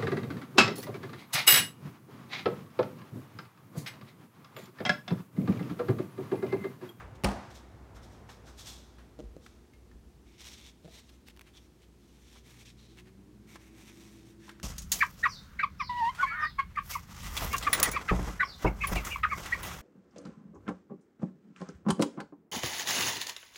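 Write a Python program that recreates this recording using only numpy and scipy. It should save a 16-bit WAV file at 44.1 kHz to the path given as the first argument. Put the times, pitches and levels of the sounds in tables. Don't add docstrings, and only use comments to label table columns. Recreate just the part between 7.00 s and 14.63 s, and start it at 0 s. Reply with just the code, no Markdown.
import sys
import numpy as np
from scipy import signal
from scipy.fft import rfft, irfft, next_fast_len
from scipy.io import wavfile

SR = 44100
rng = np.random.default_rng(int(sys.argv[2]) if len(sys.argv) > 2 else 0)


def transcribe(u):
    v = np.clip(np.atleast_2d(u).T, -1, 1)
    q = np.round(v * 32767).astype(np.int16)
    wavfile.write(sys.argv[1], SR, q)


N = 336483
TIME = np.arange(N) / SR


def from_db(db):
    return 10 ** (np.asarray(db) / 20)


def rms_one(x):
    return x / np.sqrt(np.mean(x ** 2) + 1e-20)


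def in_time(rows):
    s, *columns = np.transpose(rows)
    return [np.interp(TIME, s, column) for column in columns]


def at_hz(points, hz):
    table = np.array(points)
    return np.interp(np.log(hz), np.log(table[:, 0]), table[:, 1])


def noise(spectrum, size=N):
    padded = next_fast_len(size)
    hz = np.maximum(np.arange(padded // 2 + 1) * SR / padded, 1)
    skirts = np.minimum(1, np.minimum(hz / spectrum[0][0], spectrum[-1][0] / hz)) ** 4
    white = rfft(rng.standard_normal(padded))
    coloured = irfft(white * from_db(at_hz(spectrum, hz)) * skirts, padded)
    return rms_one(coloured[:size])


def drift(rate, size=N):
    return np.interp(TIME[:size] * rate, np.arange(size), rng.standard_normal(size))


def add(out, s, sound):
    at = int(np.clip(round(s * SR), 0, N - 1))
    out[at:at + len(sound)] += sound[:N - at]


def ring(force, hz, t60):
    r = from_db(-60 / (t60 * SR))
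    w = 2 * np.pi * hz / SR
    return signal.lfilter([0, np.sin(w)], [1, -2 * r * np.cos(w), r * r], force + 1e-18)


def swells(rows):
    power = 0
    for s, db, rise, fall in rows:
        since = TIME - s
        steepness = np.where(since < 0, (since / rise) ** 2, since / fall)
        power = power + from_db(2 * db) * np.exp(-2 * steepness.clip(0, 40))
    return np.sqrt(power)


# (f/Hz, t60/s)
KITCHEN_T60 = [(60, 1), (250, 0.41), (800, 0.63), (2000, 1), (5000, 0.91), (9000, 0.68), (16000, 0.084)]


def reverberation(spectrum, build_s):
    t = TIME[:SR]
    bins = rfft(noise(spectrum, size=SR))
    octave = np.log2(np.maximum(np.arange(len(bins)), 1) / 20).clip(0, 10)
    tail = 0
    for k in range(11):
        band = irfft(bins * np.maximum(1 - abs(octave - k), 0), SR)
        tail = tail + band * from_db(-60 * t / at_hz(KITCHEN_T60, 20 * 2 ** k))
    return tail * (1 - np.exp(-t / build_s))


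# (t/s, hum level/dB, drone level/dB)
COMPRESSOR_LEVELS = [(0, -62.5, -57), (2, -57.5, -67), (3.5, -62, -63.5), (7.63, -62.5, -82)]
# (f/Hz, level/dB relative to the hum level)
HUM_LINES = [(59.2, 0), (118.4, -16), (210, -13), (236.9, -13), (355.3, -12), (414.5, -17), (473.7, -20)]
# (t/s, level/dB)
WHIRR_LEVELS = [(0, -52), (.8, -56.5), (1.2, -54.5), (2.0, -61.5), (2.8, -68), (7.63, -81)]
# (f/Hz, relative level/dB per Hz)
WHIRR_COLOUR = [(100, 9), (180, -3), (800, -7), (2200, -19), (14000, -63)]
DRONE_HZ, RUMBLE_DB = 63.8, -1
HUM_WAVER_DB = 2.2


def refrigerator(wander_hz=1.06):
    hum_db, drone_db = in_time(COMPRESSOR_LEVELS)
    lines = 0
    for hz, db in HUM_LINES:
        waver = from_db(db + HUM_WAVER_DB * drift(3.57))
        lines = lines + waver * np.sin(2 * np.pi * (hz * TIME + rng.random()))
    drone_hz = DRONE_HZ + wander_hz * drift(1.994)
    tone = np.sqrt(2) * np.sin(2 * np.pi * np.cumsum(drone_hz) / SR)
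    rumble = from_db(RUMBLE_DB) * noise([(48, -16), (62, -1), (72, 5.0), (95, -13)])
    drone = from_db(drone_db) * (tone + rumble)
    whirr = from_db(in_time(WHIRR_LEVELS)[0]) * noise(WHIRR_COLOUR)
    return np.sqrt(2) * from_db(hum_db) * lines + drone + whirr


# (f/Hz, relative level/dB per Hz)
ROOM_COLOUR = [(42, -5.5), (65, -4.5), (237, -3), (360, -7), (585, -20), (1550, -26.5), (6170, -30),
               (16000, -39)]


def room_background(level_db):
    return from_db(level_db) * noise(ROOM_COLOUR)


# (t/s, level/dB before flutter, rise/s)
CLOTH_SWISHES = [(.157, -62, 0.0061), (.512, -59.5, 0.011), (0.561, -55.5, 0.016), (.965, -61, 0.015),
                 (1.04, -61, 0.017), (1.13, -66.5, 0.036), (1.31, -57, 0.019), (1.485, -59.5, 0.027),
                 (1.601, -49.5, 0.021), (1.684, -46, 0.029), (2.455, -65.5, 0.041)]
# (f/Hz, relative level/dB per Hz)
CLOTH_COLOUR = [(700, -3.5), (1400, -4.5), (2900, -3), (3400, 4.5), (4700, -0.5), (5600, 2.5), (7500, -3),
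                (9300, -7), (10300, -15.5), (11800, -9), (16000, -20)]
# (t/s, sole scuff level/dB, thud level/dB)
FOOTSTEPS = [(.01, -46.5, -57), (.975, -56.5, -54), (1.484, -57.5, -68), (2.23, -88, -49.5),
             (2.93, -77, -51.5)]
# (f/Hz, relative level/dB per Hz)
SOLE_COLOUR = [(370, -20), (800, 0), (1400, 2), (4200, -23.5), (12000, -35)]
SWISH_FALL_PER_RISE = 1.96
SOLE_RISE_S, SOLE_FALL_S, THUD_RISE_S, THUD_FALL_S = 0.018, 0.033, 0.027, 0.2


def walking(flutter_db=1.0):
    moves = swells([(s, db, rise, SWISH_FALL_PER_RISE * rise) for s, db, rise in CLOTH_SWISHES])
    cloth = moves * noise(CLOTH_COLOUR) * from_db(flutter_db * drift(400))
    scuffs = swells([(s, db, SOLE_RISE_S, SOLE_FALL_S) for s, db, _ in FOOTSTEPS])
    thuds = swells([(s, db, THUD_RISE_S, THUD_FALL_S) for s, _, db in FOOTSTEPS])
    thud_noise = noise([(30, -5), (38, 6), (55, 18), (110, -15)])
    return cloth + scuffs * noise(SOLE_COLOUR) + thuds * thud_noise


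# (t/s, relative push level/dB, contact time scale/s, relative slap level/dB)
DOOR_CONTACTS = [(0.2372, -2, 0.00074, -9), (0.2437, -16, 0.00049, -15), (0.2443, 5, 0.0011, 2.5),
                 (0.2469, -6, 0.0005, -1), (.268, -11, 0.0017, -22), (0.333, -16.5, 0.00082, -22),
                 (.361, -18, .0014, -31)]
# (f/Hz, relative level/dB, t60/s)
PANEL_MODES = [(58, -22.5, .27), (197, -19, .32), (254, -40, .42), (348, -30.5, .26), (545, -39, .3),
               (602, -31.5, .3), (679, -33, .28), (711, -32, .24), (772, -33, .3), (835, -35, .3),
               (885, -38, .3), (1075, -33, .22), (1225, -32, .2), (1816, -38, .13), (2210, -35, .1)]
# (f/Hz, relative level/dB per Hz)
SLAP_COLOUR = [(200, -3), (750, 4), (1550, -8), (1950, -3.5), (2500, -3.5), (3600, -13), (5400, -11),
               (7000, -17), (9500, -15), (11000, -26), (16000, -33)]
# (f/Hz, relative level/dB per Hz)
ECHO_COLOUR = [(60, -21), (115, -0.5), (165, -9), (230, 1), (400, -7.5), (750, -3), (1200, -12.5),
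               (2200, -22.5), (3000, -29.5), (5500, -30.5), (16000, -44.5)]


def door(body_db=-4, crack_db=-21, crack_s=0.0021, rattle_db=-31, rattle_s=0.031, echo_db=-31,
         radiates_above_hz=42, chatter_db=5.0):
    force, out, t = np.zeros(N), np.zeros(N), TIME[:SR // 4]
    for s, push_db, contact_s, slap_db in DOOR_CONTACTS:
        push = t * np.exp(-2 * np.pi * t / contact_s)
        add(force, s, from_db(push_db) * push / push.sum())
        slap = noise(SLAP_COLOUR, size=len(t)) * np.exp(-t / crack_s)
        add(out, s, from_db(crack_db + slap_db) * slap)
    panels = 0
    for k, (hz, db, t60) in enumerate(PANEL_MODES):
        panels = panels + from_db(db) * ring(force, hz, t60) * (-1) ** k
    radiation = signal.butter(3, radiates_above_hz, "high", fs=SR, output="sos")
    out += from_db(body_db) * signal.sosfilt(radiation, panels)
    shut_s = DOOR_CONTACTS[2][0]
    chatter = rms_one(from_db(chatter_db * drift(340)))[:len(t)]
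    rattle = chatter * noise(SLAP_COLOUR, size=len(t)) * np.exp(-t / rattle_s)
    add(out, shut_s, from_db(rattle_db) * rattle)
    add(out, shut_s, from_db(echo_db) * reverberation(ECHO_COLOUR, build_s=0.00082))
    return out


# (t/s, contact level/dB before its envelope, f/Hz, decay/s, ring level/dB before its envelope)
LIGHT_TAPS = [(1.29, -48.5, 1060, 0.021, -59), (1.983, -58, 1360, 0.039, -73),
              (2.463, -43, 1400, 0.0038, -56), (2.734, -65, 2140, 0.016, -62),
              (2.914, -62, 1780, 0.0048, -56), (6.556, -42, 1050, 0.0065, -44.5),
              (7.48, -53.5, 996, .01, -51), (7.492, -41, 1400, 0.0062, -46),
              (7.599, -43.5, 1750, 0.002, -45)]
TAP_ATTACK_S = .0005


def taps(low_db=-14, bright_db=-13, top_db=-26):
    out, t = np.zeros(N), TIME[:SR // 8]
    for s, db, hz, decay_s, ring_db in LIGHT_TAPS:
        colour = [(hz / 3, low_db), (hz / 1.4, -1), (hz * 1.15, 0), (hz * 3.5, bright_db), (hz * 10, top_db)]
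        click = from_db(db) * noise(colour, size=len(t))
        pitched = from_db(ring_db) * np.sin(2 * np.pi * hz * t)
        add(out, s, (click + pitched) * (1 - np.exp(-t / TAP_ATTACK_S)) * np.exp(-t / decay_s))
    return out


# (t/s, knock level/dB, f/Hz, slips, slip spacing/s, tick level/dB, thump level/dB)
CASE_BUMPS = [(2.19, -33.5, 500, 3, 0.0065, -53, -67), (2.211, -42, 338, 3, 0.014, -63, -58),
              (2.3653, -35, 470, 1, .006, -58, -48), (3.8455, -42, 512, 3, 0.00653, -57.5, -43.5),
              (3.878, -43, 660, 2, .006, -59, -48)]
# (multiple of the bump's f, relative level/dB, t60/s)
CASE_RINGS = [(.68, 4, 0.015), (1, 5.5, 0.015)]
THUMP_HZ, THUMP_T60_S = 177, 0.054
KNOCK_BUILD_S, CASE_DULL_HZ = .0012, 720


def bumps():
    out, t = np.zeros(N), TIME[:SR // 8]
    dull = signal.butter(4, CASE_DULL_HZ, fs=SR, output="sos")
    for s, db, hz, count, gap_s, tick_db, thump_db in CASE_BUMPS:
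        knock = 0
        for ratio, mode_db, t60 in CASE_RINGS:
            knock = knock + np.sin(2 * np.pi * hz * ratio * t) * from_db(db + mode_db - 60 * t / t60)
        thump = np.sin(2 * np.pi * THUMP_HZ * t) * from_db(thump_db - 60 * t / THUMP_T60_S)
        thud = signal.sosfilt(dull, (knock + thump) * (1 - np.exp(-t / KNOCK_BUILD_S)))
        for k in range(int(round(count))):
            tick = noise([(1200, 0), (4000, -5), (7000, -9), (14000, -29)], size=len(t))
            add(out, s + k * gap_s, thud + from_db(tick_db) * tick * np.exp(-t / 0.0024))
    return out


# (start t/s, length/s, mid-stroke base level/dB, growth over the stroke/dB,
#  gain of body and air/dB, rasp f/Hz, rasp gain/dB)
TOWEL_STROKES = [(3.25, 0.18, -67, -4, -8, 2250, -2), (3.379, .16, -50.5, 2, -6, 5400, -14),
                 (3.536, 0.16, -57, 3.5, -5, 3500, -3), (3.816, 0.18, -64, 19, -1.5, 4000, 0.5),
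                 (4.01, 0.15, -66.5, 1, -5, 3300, -20), (4.532, 0.049, -65.5, 5, -0.5, 3470, 6.5),
                 (4.59, .07, -73, 4, 2, 5600, 1), (4.977, 0.42, -68, 11.5, -0.5, 3280, -13),
                 (5.431, 0.2, -61.5, 5, 1, 2260, -6), (5.65, 0.059, -53.5, -7, -5.5, 2400, -20),
                 (5.766, 0.197, -66, -8, -3, 4070, 2.5), (6.467, 0.091, -65, 5, 6, 2200, 4),
                 (6.589, 0.15, -69.5, -6, 6.5, 2310, 4.5), (6.74, .16, -62.5, 4, 5, 2400, -2),
                 (6.886, 0.44, -65, -9.5, 3, 2350, -22), (7.387, 0.13, -64, 2, 0, 1660, 6.5)]
# (f/Hz, relative level/dB per Hz)
TOWEL_COLOUR = [(500, -6), (1000, 0), (1400, -3), (2250, 3.5), (2900, 1), (3600, 4), (4850, -2.5),
                (5700, 2.5), (7400, -3.5), (8700, -4.5), (10200, -11), (11700, -8.5), (16000, -16)]
STROKE_ATTACK_SHARE, STROKE_RELEASE_S = 0.11, 0.013
BODY_HZ, AIR_HZ = 2200, 7300
RASP_WIDTH_HZ = 580


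def paper(grain_db=1.5, catch_db=1.5, patchy_db=2.2, snaps_per_s=900, snap_db=-4.5):
    fibre_snaps = rms_one(rng.standard_normal(N) * (rng.random(N) < snaps_per_s / SR))
    roughness = from_db(grain_db * drift(900) + catch_db * drift(60))
    friction = (rng.standard_normal(N) + from_db(snap_db) * fibre_snaps) * roughness
    out, t = np.zeros(N), TIME[:SR]
    hz = np.maximum(np.arange(SR // 2 + 1), 1)
    colour = from_db(at_hz(TOWEL_COLOUR, hz)) * np.minimum(1, hz / TOWEL_COLOUR[0][0]) ** 4
    edges = 1 / (1 + (hz / BODY_HZ) ** 4) + 1 / (1 + (AIR_HZ / hz) ** 4)
    for s, length_s, db, growth_db, breadth_db, rasp_hz, rasp_db in TOWEL_STROKES:
        bins = rfft(np.roll(friction, -int(s * SR))[:SR]) * colour
        bins = bins / irfft(bins, SR).std()
        rasp = 1 / (1 + (2 * (hz - rasp_hz) / RASP_WIDTH_HZ) ** 2)
        hiss = 0
        for band, gain_db in ((edges, breadth_db), (1 - edges, 0), (rasp, rasp_db)):
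            patches = from_db(gain_db + patchy_db * drift(23.4, size=SR))
            hiss = hiss + irfft(bins * band, SR) * patches
        attack = 1 - np.exp(-t / (STROKE_ATTACK_SHARE * length_s))
        hold = from_db(db + growth_db * (np.minimum(t / length_s, 1) - .5))
        release = np.exp(-np.maximum(t - length_s, 0) / STROKE_RELEASE_S)
        add(out, s, hiss * attack * hold * release)
    return out


# (middle t/s, peak level/dB before grain, half length/s, f/Hz)
CRUMPLES = [(3.986, -62, 0.0051, 3300), (4.096, -58, 0.0065, 3040), (4.279, -57.5, 0.01, 3270),
            (4.303, -57, 0.0061, 2650), (4.479, -62.5, 0.017, 2140), (4.833, -66, 0.017, 2780),
            (5.366, -58, 0.0096, 1090), (5.991, -55.5, 0.014, 2300), (6.077, -63.5, 0.015, 1640)]
# (multiple of its f, relative level/dB per Hz)
CRUMPLE_COLOUR = [(.33, -1.5), (1.15, 7), (1.8, 0), (3.5, -8), (10, -20)]


def crinkles(grain_db=3.0):
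    out, t = np.zeros(N), TIME[:SR // 5]
    middle = t.mean()
    for s, db, half_s, hz in CRUMPLES:
        fibres = noise([(hz * ratio, colour_db) for ratio, colour_db in CRUMPLE_COLOUR], size=len(t))
        swell = np.exp(-((t - middle) / half_s) ** 2 / 2)
        add(out, s - middle, from_db(db) * fibres * swell)
    return out * rms_one(from_db(grain_db * drift(1400)))


# (t/s, initial level/dB)
CREASE_SNAPS = [(4.285, -43), (4.3644, -53), (4.373, -50), (4.394, -48), (4.411, -47.5), (4.4154, -45.5),
                (5.973, -55)]
# (f/Hz, relative level/dB per Hz)
SNAP_COLOUR = [(900, -1), (2400, 1), (4800, -8.5), (16000, -15)]
SNAP_DECAY_S = .0017


def snaps():
    out, t = np.zeros(N), TIME[:SR // 20]
    for s, db in CREASE_SNAPS:
        add(out, s, from_db(db) * noise(SNAP_COLOUR, size=len(t)) * np.exp(-t / SNAP_DECAY_S))
    return out


# (f/Hz, relative level/dB)
DUCT_RESPONSE = [(70, -16), (103, -8), (130, -3), (150, -14), (178, -2), (200, 2), (218, -15), (288, -15),
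                 (303, 1.5), (313, -11), (330, .5), (355, 1.5), (425, -16)]
# (f/Hz, relative level/dB per Hz)
AIR_COLOUR = [(70, -5), (108, -13), (140, -5), (200, 4), (270, -3), (350, -0.5), (455, -17), (2000, -25.5)]
FAN_START_S, SPIN_UP_S, BLADE_HZ, BUZZ_HZ = 5.43, .36, 111.3, 120
FAN_WAVER_DB, FOURTH_TONE_DB = 1.3, -3.5
DUCT_NOTE_HZ, DUCT_NOTE_DB = 210, -62.5


def fan(tone_db=-60.0, air_db=-60.5, start_buzz_db=-61.0, run_buzz_db=-68):
    running_s = np.maximum(TIME - FAN_START_S, 0)
    speed = 1 - np.exp(-running_s / SPIN_UP_S)
    blade_hz = np.maximum(BLADE_HZ * speed, 1)
    turn = 2 * np.pi * np.cumsum(blade_hz) / SR
    tones = 0
    for k in range(1, 5):
        duct_db = at_hz(DUCT_RESPONSE, k * blade_hz) + FOURTH_TONE_DB * (k == 4)
        tones = tones + from_db(tone_db + duct_db + FAN_WAVER_DB * drift(8)) * np.sin(k * turn)
    buzz_db = start_buzz_db + (run_buzz_db - start_buzz_db) * speed ** 4 + FAN_WAVER_DB * drift(9)
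    buzz = from_db(buzz_db) * np.tanh(running_s / 0.066) * np.sin(2 * np.pi * BUZZ_HZ * TIME)
    note_level = from_db(DUCT_NOTE_DB + FAN_WAVER_DB * drift(13)) * speed ** 10
    note = note_level * np.sin(2 * np.pi * DUCT_NOTE_HZ * TIME)
    air = from_db(air_db) * speed ** 2 * noise(AIR_COLOUR)
    return np.sqrt(2) * (speed * tones + buzz + note) + air


def scene(room_db=-12, towel_room_db=-19, floor_db=-61.5):
    background = refrigerator() + room_background(floor_db) + fan()
    near = walking() + taps() + bumps()
    towel = paper() + crinkles() + snaps()
    walls = reverberation([(100, 0), (16000, 0)], build_s=0.0022)
    walls = walls / np.linalg.norm(walls)
    wet = signal.fftconvolve(from_db(room_db) * near + from_db(towel_room_db) * towel, walls)[:N]
    return (door() + near + towel + wet + background)[None]


def record(dry):
    bass_loss = signal.butter(2, 32, "high", fs=SR, output="sos")
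    top_cut = signal.ellip(10, .1, 80, 15900, fs=SR, output="sos")
    return signal.sosfilt(top_cut, signal.sosfilt(bass_loss, dry))


dry = scene()
out = record(dry)
transcribe(out)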